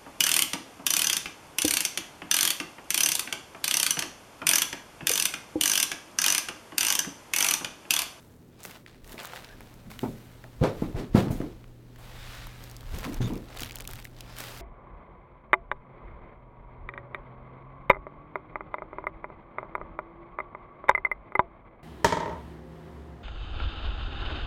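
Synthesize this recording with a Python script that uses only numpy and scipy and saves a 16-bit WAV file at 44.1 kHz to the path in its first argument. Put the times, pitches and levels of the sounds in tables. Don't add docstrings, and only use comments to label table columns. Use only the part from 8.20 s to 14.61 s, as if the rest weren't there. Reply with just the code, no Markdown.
import sys
import numpy as np
from scipy import signal
from scipy.fft import rfft, irfft
from scipy.io import wavfile
from scipy.ndimage import uniform_filter1d

SR = 44100
rng = np.random.default_rng(int(sys.argv[2]) if len(sys.argv) > 2 else 0)


def persist_wave(psi):
    counts = np.round(np.clip(psi, -1, 1) * 32767).astype(np.int16)
    wavfile.write(sys.argv[1], SR, np.atleast_2d(counts).T)


N = 282681


# (frequency [Hz], density [dB per Hz])
AIR_SPECTRUM = [(15, -18), (30, -10), (80, 14), (200, -12.5), (350, -4), (600, -15), (900, -8.5),
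                (2500, -23), (9600, -30), (14500, -31), (16500, -23), (17800, -44)]
# (time [s], level [dB])
HUM_LEVEL = [(0, -61), (1.05, -61), (1.66, -54.5), (2.3, -53.5), (3.5, -52.5), (4.5, -49), (5.3, -53),
             (6.41, -51)]
# (frequency [Hz], width [Hz], level [dB])
WAVERING_TONES = [(172.6, 2.6, -65.5), (249, 3, -59.5), (280, 8, -81), (576, 19, -71.5)]
# (time [s], level [dB])
TONE_FADE = [(0, -3.5), (1.5, -5), (3.5, -8.5), (6.41, -4)]
HUM_HZ, AIR_DB = 120, -62

# (frequency [Hz], density [dB per Hz])
RUMBLE_SPECTRUM = [(12, -9), (30, 9), (70, -7.5), (110, -7.5), (160, -64)]
# (frequency [Hz], density [dB per Hz])
SHUFFLE_SPECTRUM = [(80, -35), (150, 1.5), (250, -1), (400, -4), (600, -11), (900, -23), (1400, -39)]
# (time of peak [s], rumble level [dB], time to rise 20 dB [s], time to fall 20 dB [s])
GRIP_JOLTS = [(.945, -50, 0.3, -0.06), (1.2, -66, 2.5, 2), (1.415, -51.5, 0.25, .08), (1.72, -52, 0.6, 0.8),
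              (1.875, -51, -0.2, 0.6), (2.05, -56, -6, -1), (2.23, -53, 0.2, 1.6), (2.39, -39, 0.02, .1),
              (2.43, -26, 0.02, -0.02), (2.59, -37, 0.04, 0.3), (2.76, -33.5, -0.06, 0.12),
              (2.95, -33, 0.08, 0.01), (3.12, -34.5, .14, .2), (3.36, -47, 1.4, .38),
              (3.77, -43.5, -0.1, 0.1), (3.98, -45.5, 0.2, 1.5), (4.19, -44.5, 0.1, .15),
              (4.34, -54, 0.7, -4.5), (4.75, -46, 0.27, .15), (4.83, -36.5, 0.36, 0.07),
              (5.005, -33.5, 0.1, 0.35), (5.21, -48, -0.9, 0.4), (5.43, -43.5, .12, -0.25),
              (5.6, -61, -2, -3), (5.77, -43.5, 0.35, -0.2), (5.86, -51, 5, 3)]
STILL_RUMBLE_DB, STILL_SHUFFLE_DB = -69.5, -57
SHUFFLE_DB = -18.5
SHUFFLE_RISE_S, SHUFFLE_FALL_S = 0.0087, 0.15

# (time of peak [s], peak level of the push [dB], direction [+-1],
# pitch of the push [Hz], pitch of the hollow [Hz], shudder against the push [dB], knock against shudder [dB])
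FLOOR_BLOWS = [(0.4545, -34.5, -1, 470, 250, -23, 4), (0.9434, -32, -1, 370, 317, -20, 6),
               (1.4071, -38.5, 1, 335, 251, -11, -10), (1.665, -39, -1, 152, 207, 0, -20),
               (1.714, -43, -1, 322, 198.5, -3, -10), (1.8335, -18.5, -1, 240, 233, -15.5, 4),
               (1.8415, -18.5, -1, 305, 219, -11, -13), (1.854, -34, -1, 337, 206.6, -8, 2),
               (2.2409, -41.5, -1, 357, 128, -8.5, 4), (2.4176, -13, -1, 119.5, 473, -9.5, -20.5),
               (2.4285, -15, 1, 215, 453.5, -7, -14), (2.44, -12.5, 1, 330, 351, -15.5, 4.5),
               (2.475, -29, 1, 324, 437, -12, -20), (2.6235, -15.5, 1, 262, 287.8, -11.5, -10),
               (2.7515, -21.5, -1, 106, 297, -14, -9), (2.775, -27.5, 1, 300, 403.6, -6, -12),
               (2.7997, -23.5, 1, 260, 301, -8.5, -15), (2.9508, -2.5, -1, 178, 190, -11.5, -21),
               (2.9896, -17, 1, 115, 218, -10, -22), (3.0721, -17, 1, 238, 265, -13, -10.5),
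               (3.108, -18.5, -1, 113.5, 228.3, -10.5, -7), (3.205, -18, 1, 238, 330, -12, -10.5),
               (3.2265, -23.5, 1, 276, 300, -14, -13), (4.7434, -23.5, -1, 47.6, 177, -15, -33),
               (4.859, -29, 1, 139, 254, -2, -36), (4.8763, -26.5, 1, 308, 299, -5.5, -12),
               (5.0073, -18.5, -1, 200, 126, -2, -23), (5.046, -20.5, 1, 141, 152, -10.5, -23),
               (5.105, -22, 1, 243, 325.4, -7.5, -9.5), (5.127, -21.5, -1, 238, 285.4, -14, -21),
               (5.165, -25, 1, 258, 301, -13.5, -22), (5.4204, -32, -1, 256, 122, -7, -10),
               (5.6935, -38.5, -1, 410, 130, -6.5, -6), (6.2067, -35.5, -1, 430, 120, -15, -13)]
# (frequency [Hz], width [Hz], level [dB])
FLOOR_RESONANCES = [(106, 37, 19.5), (172, 14, -1), (239.4, 18, 12), (305, 53, -18), (360, 27, 6),
                    (460, 19, -17)]
# (frequency [Hz], width [Hz], level [dB])
KNOCK_RESONANCES = [(678, 173, 9.5), (840, 58, 2), (1093, 19, -14), (1172, 60, -3.5), (1480, 250, -18)]
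# (frequency [Hz], density [dB per Hz])
RATTLE_SPECTRUM = [(300, -41), (600, -37), (1000, 22), (1600, 3), (2400, 12), (3500, -41), (6000, -52)]
THUMP_T60_S = 0.31
RATTLE_DB = -24

# (time of start [s], length [s], start frequency [Hz], end frequency [Hz], width [Hz], level [dB])
SCRAPE_BANDS = [(1.287, 0.063, 1610, 1700, 150, -55.5), (1.803, 0.13, 2500, 2480, 500, -77.5),
                (3.108, 0.044, 6300, 6600, 900, -58), (3.964, 0.086, 3470, 3760, 400, -59.5),
                (4.136, 0.17, 3520, 4000, 250, -64), (4.84, 0.034, 1140, 1040, 350, -43.5),
                (5.005, 0.08, 3500, 3600, 200, -50), (5.003, 0.053, 6250, 6100, 250, -55),
                (5.004, 0.071, 6760, 6750, 400, -56), (6.029, 0.46, 5060, 4770, 1300, -61)]

# (time [s], level [dB], pitch of the crease [Hz], bright edge against it [dB])
CREASE_POPS = [(.078, -59, 8000, 4), (.165, -60, 8000, 4), (0.391, -49, 5500, -13),
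               (0.4047, -42, 7800, -6.5), (.432, -32, 7200, -10), (0.439, -37, 6000, 5),
               (0.451, -26, 1780, -2), (0.458, -35, 4630, 5), (.51, -37.5, 2400, 2),
               (0.6625, -32.5, 2050, -28.5), (0.844, -41, 2440, -3), (.8762, -43, 1550, 4),
               (.8938, -39, 2370, -2), (0.9203, -37.5, 4500, 3), (.9281, -40, 3490, 7),
               (.9795, -28.5, 2300, -22), (0.992, -31, 2900, -19), (1.0004, -28.5, 3010, -20),
               (1.033, -43, 7500, 8), (1.048, -24.5, 1120, -10.5), (1.0547, -33, 3600, 6),
               (1.072, -41, 7500, 7), (1.103, -38, 1250, -10), (1.1344, -25.5, 990, -20),
               (1.16, -29, 2000, -17), (1.1748, -30.5, 1710, -25), (1.245, -32, 3760, -19),
               (1.407, -33.5, 1010, -5.5), (1.54, -48.5, 6000, 3), (1.7148, -31, 1110, -6),
               (1.76, -44, 1080, -18), (1.791, -25.5, 2200, -8), (2.24, -33.5, 1820, -17),
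               (2.427, -27, 900, -35.5), (2.437, -18.5, 1060, -31), (2.454, -37, 2190, -32),
               (2.624, -37, 800, -32), (2.948, -24, 800, -33), (3.083, -33, 1200, -30),
               (3.11, -34, 1190, -25), (3.215, -32, 1270, -19), (3.4413, -39.5, 1540, -26),
               (3.76, -41, 1370, -5), (4.2695, -32, 970, -1.5), (4.4388, -41.5, 3880, 8),
               (4.4976, -41, 6120, -1), (4.513, -38.5, 5300, 2), (4.5656, -36, 5130, 2),
               (4.6078, -40, 3470, 0), (4.6305, -38.5, 1410, -10.5), (4.6656, -44, 3500, -11),
               (4.6822, -46, 1500, -14), (4.7455, -37, 2800, -23), (4.7869, -34, 5380, 6),
               (4.806, -41, 7000, -2), (4.843, -23, 1970, -24), (4.9323, -39, 2150, 3),
               (4.943, -29.5, 6000, -4), (5.007, -32, 900, -25), (5.135, -39.5, 5000, 0),
               (5.1555, -37, 2350, -2), (5.1765, -40.5, 5380, -2), (5.2864, -44, 4000, -17),
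               (5.346, -50.5, 3000, 8.5), (5.368, -42, 7000, 5), (5.373, -28.5, 3360, -8),
               (5.3875, -34, 4820, 1), (5.3948, -27, 3120, -11), (5.406, -32.5, 5000, 9),
               (5.4196, -25.5, 4840, -12), (5.4327, -21, 2470, -4), (5.446, -33, 4000, -1),
               (5.459, -32, 3000, -4), (5.471, -41, 3400, -20), (5.49, -37.5, 3000, -4),
               (5.496, -31, 2260, -14), (5.509, -27.5, 2430, -8), (5.52, -34.5, 6680, -10),
               (5.529, -41, 5000, -8), (5.552, -45, 5000, 0), (5.5565, -29.5, 4000, 8),
               (5.568, -32, 3160, -13), (5.575, -45, 6000, 2), (5.586, -36, 7970, 1),
               (5.6057, -31, 2490, 5), (5.621, -42, 4610, 6), (5.643, -44, 4000, 5),
               (5.6516, -33, 2500, -6), (5.6752, -28.5, 3460, 6.5), (5.69, -32.5, 1020, -4),
               (5.7106, -35.5, 7320, 5), (5.7342, -31, 2090, 2), (5.75, -47, 4000, 0),
               (5.756, -38, 2940, 4), (5.7703, -49, 2810, -4), (5.7995, -38, 2150, -1),
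               (5.825, -39, 3680, -4), (5.846, -43.5, 3470, 11), (5.8519, -27.5, 2050, -7),
               (5.8724, -43, 1420, -4), (5.9651, -45, 4570, -18.5), (5.9873, -41, 3830, -21),
               (6.007, -29.5, 3950, -3), (6.1662, -34.5, 2840, -2), (6.1853, -32, 1980, 6),
               (6.2047, -33.5, 1040, 9.5), (6.2382, -29.5, 1980, -3), (6.2706, -45, 2280, 8),
               (6.375, -39, 4950, -1), (6.3844, -45, 7540, 8), (6.4013, -41, 3660, -10)]
SNAP_T60_S = 0.01

# (frequency [Hz], density [dB per Hz])
BODY_SPECTRUM = [(700, -8.5), (1300, 1), (2000, 0.5), (3000, -2), (3800, -2.5), (5500, -9), (8000, -15),
                 (11000, -22), (14000, -32)]
# (frequency [Hz], density [dB per Hz])
FIZZ_SPECTRUM = [(3500, -7.5), (6000, -0.5), (9000, -0.5), (11500, -0.5), (14000, 2), (16000, -3),
                 (17500, -18), (18500, -30)]
# (frequency [Hz], density [dB per Hz])
DRAG_SPECTRUM = [(250, -10), (500, 2), (900, -0.5), (1400, -7.5), (2200, -17), (3200, -24)]
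# (time of peak [s], peak level [dB], time to rise 20 dB [s],
# time to fall 20 dB [s], fizz against body [dB], drag against body [dB])
CLOTH_STROKES = [(0, -66, .1, 0.5, 0.5, 2.5), (.397, -56, -0.08, .2, -9, -2.5),
                 (.45, -52, 0.02, 0.17, 1.5, -6), (0.563, -52, 0.25, 0.05, -17, -4),
                 (.675, -57, -0.15, 0.25, -15, -9), (.86, -62, 0.03, 0.5, -1, -1),
                 (0.931, -52.5, 0.09, 0.1, -2.5, -0.5), (.99, -45.5, 0.0157, 0.33, -22, -2),
                 (1.05, -52, 0.11, 0.05, -1.5, -11), (1.16, -47, 0.1, .1, -8, -2),
                 (1.26, -55, 0.45, 0.37, -8, -1.5), (1.42, -60.5, 0, 1, -5, 1.8),
                 (1.704, -51.5, -0.04, 0.18, -4, -3.5), (1.805, -54.5, -0.1, .3, 0, -13),
                 (2.02, -61, 0.57, 2.5, -5.5, -1), (2.432, -61, 0.05, 0, -17, 6),
                 (2.454, -38, .04, 0.0855, -21, 7.5), (2.6, -65, 0.4, 0.1, -3, -3),
                 (2.64, -53.5, 0.2, 0.19, -7, 5), (2.769, -53.5, .018, 0.13, -9, 7.5),
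                 (2.799, -46.5, 0.06, 0.09, -14, 2.5), (2.958, -40, 0.0132, 0.1073, -9, 12),
                 (2.983, -36.5, 0.0465, 0.0934, -11.5, -1), (3.112, -53, .012, 0.13, 4, 0.1),
                 (3.2, -55, 0.36, 0.33, -10, 1), (3.48, -63.5, -0.23, -0.27, -4, 0.1),
                 (3.785, -62, -0.07, 0.9, -0.5, 6), (3.85, -57.5, 0.06, 2.2, -12.5, -1),
                 (4.17, -47, .45, 0.39, -11, -10), (4.45, -55, 0.2, 0.43, -6, -2),
                 (4.745, -64, -0.3, -0.04, -9, -11), (4.781, -46.5, 0.15, 0.24, -6.5, -1.5),
                 (4.85, -45.5, 0.05, 0.17, -7, 1), (4.95, -51, 0.13, 0.14, -10, 2),
                 (5.015, -44, -0.06, .15, -11.5, -3.5), (5.07, -45.5, -0.43, 0.09, -8, -3),
                 (5.17, -54, 0, 0, -1, -9), (5.27, -61, 0.5, -0.3, -5.5, -1.5),
                 (5.365, -50.5, 0.17, 0.23, -11.5, 2), (5.422, -39.5, 0.04, 0.08, -6.5, -8.5),
                 (5.53, -61, -0.4, -0.1, -10, 6), (5.61, -53, 0.2, 0.11, -12, 2.5),
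                 (5.693, -46.5, -0.05, 0.11, -7, -5), (5.82, -52, 0.23, 0.02, -8, -4),
                 (5.86, -62.5, 0.5, 0.1, -3, -7), (5.965, -61, -0.8, 3, -14, -7),
                 (6.09, -56.5, -0.03, .5, -18, -2), (6.195, -45, 0.05, 0.5, -4.5, -25),
                 (6.3, -52, .5, 1, -8.5, 1.5)]
# (time [s], spread [dB])
SLIP_SPREAD = [(0, 4), (1.3, 4), (2.3, 1), (4.4, .5), (4.8, 5.5), (5.3, 5), (5.7, 12), (6, 3), (6.41, 2)]
RESTING_DB = -77

RISE_CURVE, FALL_CURVE = 1.42, 0.99
EDGE_HZ = 17700


def gain_of(db):
    return 10 ** (np.asarray(db) / 20)


def evened(x):
    return x / np.sqrt(np.mean(x ** 2) + 1e-20)


def steadied(x, shape):
    shaped = x * shape
    return shaped * np.linalg.norm(shape) / np.linalg.norm(shaped)


def curve(rows):
    s, values = np.transpose(rows)
    return np.interp(np.arange(N) / SR, s, values)


def coloured(x, points):
    f, db = np.transpose(points)
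    hz = np.fft.rfftfreq(len(x), 1 / SR)
    shape_db = np.interp(np.log(hz + 1), np.log(f + 1), db, -90, -90)
    return evened(irfft(rfft(x) * gain_of(shape_db), len(x)))


def resonate(x, hz, width):
    turn = np.exp(2j * np.pi * np.cumsum(hz * np.ones(len(x))) / SR)
    r = np.exp(-np.pi * width / SR)
    return 2 * (turn * signal.lfilter([1 - r], [1, -r], x / turn)).real


def ringing(x, modes):
    total = 0
    for hz, width, db in modes:
        mode = resonate(resonate(x, hz, width), hz, 3 * width)
        total = total + gain_of(db) * evened(mode)
    return evened(total)


def swell(s, db, rise_s, fall_s):
    step = 64
    power = np.zeros(N // step + 1)
    t = np.arange(len(power)) * step / SR
    for at, top_db, up, down in np.broadcast(s, db, rise_s, fall_s):
        away = abs(t - at)
        rise = (away / max(up, .005)) ** RISE_CURVE
        fall = (away / max(down, .005)) ** FALL_CURVE
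        power = power + gain_of(2 * top_db - 40 * np.where(t < at, rise, fall))
    return np.interp(np.arange(N) / SR, t, power)


def slips(spread_db, per_s, grain_s):
    size_db = np.clip(spread_db, 0, 6.5) * np.minimum(rng.exponential(1, N), 2.5)
    starts = gain_of(size_db) * (rng.random(N) < per_s / SR)
    decay = np.exp(-2 / (grain_s * SR))
    power = 1.07 + signal.lfilter([1], [1, -decay], starts ** 2)
    return np.sqrt(power / uniform_filter1d(power, SR // 8))


def add(mix, s, sound):
    part = mix[round(s * SR):][:len(sound)]
    part += sound[:len(part)]


def room():
    turns = HUM_HZ * np.arange(N) / SR + rng.random()
    hum = np.sqrt(2) * gain_of(curve(HUM_LEVEL)) * np.sin(2 * np.pi * turns)
    tones = np.zeros(N)
    for hz, width, db in WAVERING_TONES:
        tones += gain_of(db) * evened(resonate(rng.standard_normal(N), hz, width))
    air = gain_of(AIR_DB) * coloured(rng.standard_normal(N), AIR_SPECTRUM)
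    return hum + tones * gain_of(curve(TONE_FADE)) + air


def grip():
    s, db = np.transpose(FLOOR_BLOWS)[:2]
    jolting = swell(*np.transpose(GRIP_JOLTS)) + gain_of(STILL_RUMBLE_DB) ** 2
    shuffling = swell(s, db + SHUFFLE_DB, SHUFFLE_RISE_S, SHUFFLE_FALL_S) + gain_of(STILL_SHUFFLE_DB) ** 2
    rumble = coloured(rng.standard_normal(N), RUMBLE_SPECTRUM)
    shuffle = coloured(rng.standard_normal(N), SHUFFLE_SPECTRUM)
    return np.sqrt(jolting) * rumble + np.sqrt(shuffling) * shuffle


def thumps():
    out, t = np.zeros(N), np.arange(SR // 3) / SR
    dying = gain_of(-60 * t / THUMP_T60_S)
    for s, db, way, hz, hollow_hz, shudder_db, knock_db in FLOOR_BLOWS:
        a, b = rng.standard_normal((2, len(t)))
        lead = 0.791 / hz
        u = (np.pi * hz * (t - lead)) ** 2
        push = np.sign(way) * (1 - 2 * u) * np.exp(-u)
        waver = 1 + 0.136 * evened(uniform_filter1d(b, 500))
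        hollow = np.sin(2 * np.pi * np.cumsum(hollow_hz * waver) / SR)
        floor = ringing(a, FLOOR_RESONANCES) + 2.1 * hollow
        shudder = steadied(floor, (1 - np.exp(-t / 0.011)) * dying)
        knock = steadied(ringing(a, KNOCK_RESONANCES), (1 - np.exp(-t / 0.0014)) * dying ** 2.54)
        rattle = coloured(b, RATTLE_SPECTRUM) * (1 - np.exp(-(t / 0.016) ** 2)) * dying ** 2.4
        ring = gain_of(shudder_db) * (shudder + gain_of(knock_db) * knock)
        add(out, s - lead, gain_of(db) * (push + ring + gain_of(RATTLE_DB) * rattle))
    return out


def whistles():
    out = np.zeros(N)
    for s, length, start_hz, end_hz, width, db in SCRAPE_BANDS:
        hz = np.linspace(start_hz, end_hz, round(length * SR))
        noise = rng.standard_normal(len(hz))
        band = resonate(resonate(noise, hz, width), hz, width)
        add(out, s, gain_of(db) * evened(band) * signal.windows.tukey(len(hz), .4))
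    return out


def snaps():
    out, t = np.zeros(N), np.arange(1500) / SR
    dying = gain_of(-60 * t / SNAP_T60_S)
    for s, db, hz, edge_db in CREASE_POPS:
        a, b = rng.standard_normal((2, len(t)))
        pitched = resonate(resonate(a, hz, 0.4 * hz), hz, 4 * hz)
        body = steadied(pitched, (1 - np.exp(-t / 0.00058)) * dying)
        edge = steadied(coloured(b, FIZZ_SPECTRUM), (1 - np.exp(-t / 0.00034)) * dying ** 1.68)
        add(out, s, gain_of(db) * (body + gain_of(edge_db) * edge))
    return out


def rustle():
    s, db, rise_s, fall_s, fizz_db, drag_db = np.transpose(CLOTH_STROKES)

    def level(above_db):
        return np.sqrt(swell(s, db + above_db, rise_s, fall_s) + gain_of(RESTING_DB) ** 2)

    spread_db = curve(SLIP_SPREAD)
    shared = slips(spread_db, 500, 0.00068)
    body = slips(0.82 * spread_db, 300, 0.0025) * coloured(rng.standard_normal(N), BODY_SPECTRUM)
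    fizz = slips(0.29 * spread_db, 300, 0.00037) * coloured(rng.standard_normal(N), FIZZ_SPECTRUM)
    drag = coloured(rng.standard_normal(N), DRAG_SPECTRUM)
    return shared * (level(0) * body + level(fizz_db) * fizz + level(drag_db) * drag)


def scene():
    return (room() + grip() + thumps() + whistles() + snaps() + rustle())[None]


def record(dry):
    low_pass = signal.firwin(511, EDGE_HZ, window=("kaiser", 9), fs=SR)
    return signal.oaconvolve(dry, low_pass[None], "same")


dry = scene()
out = record(dry)
persist_wave(out)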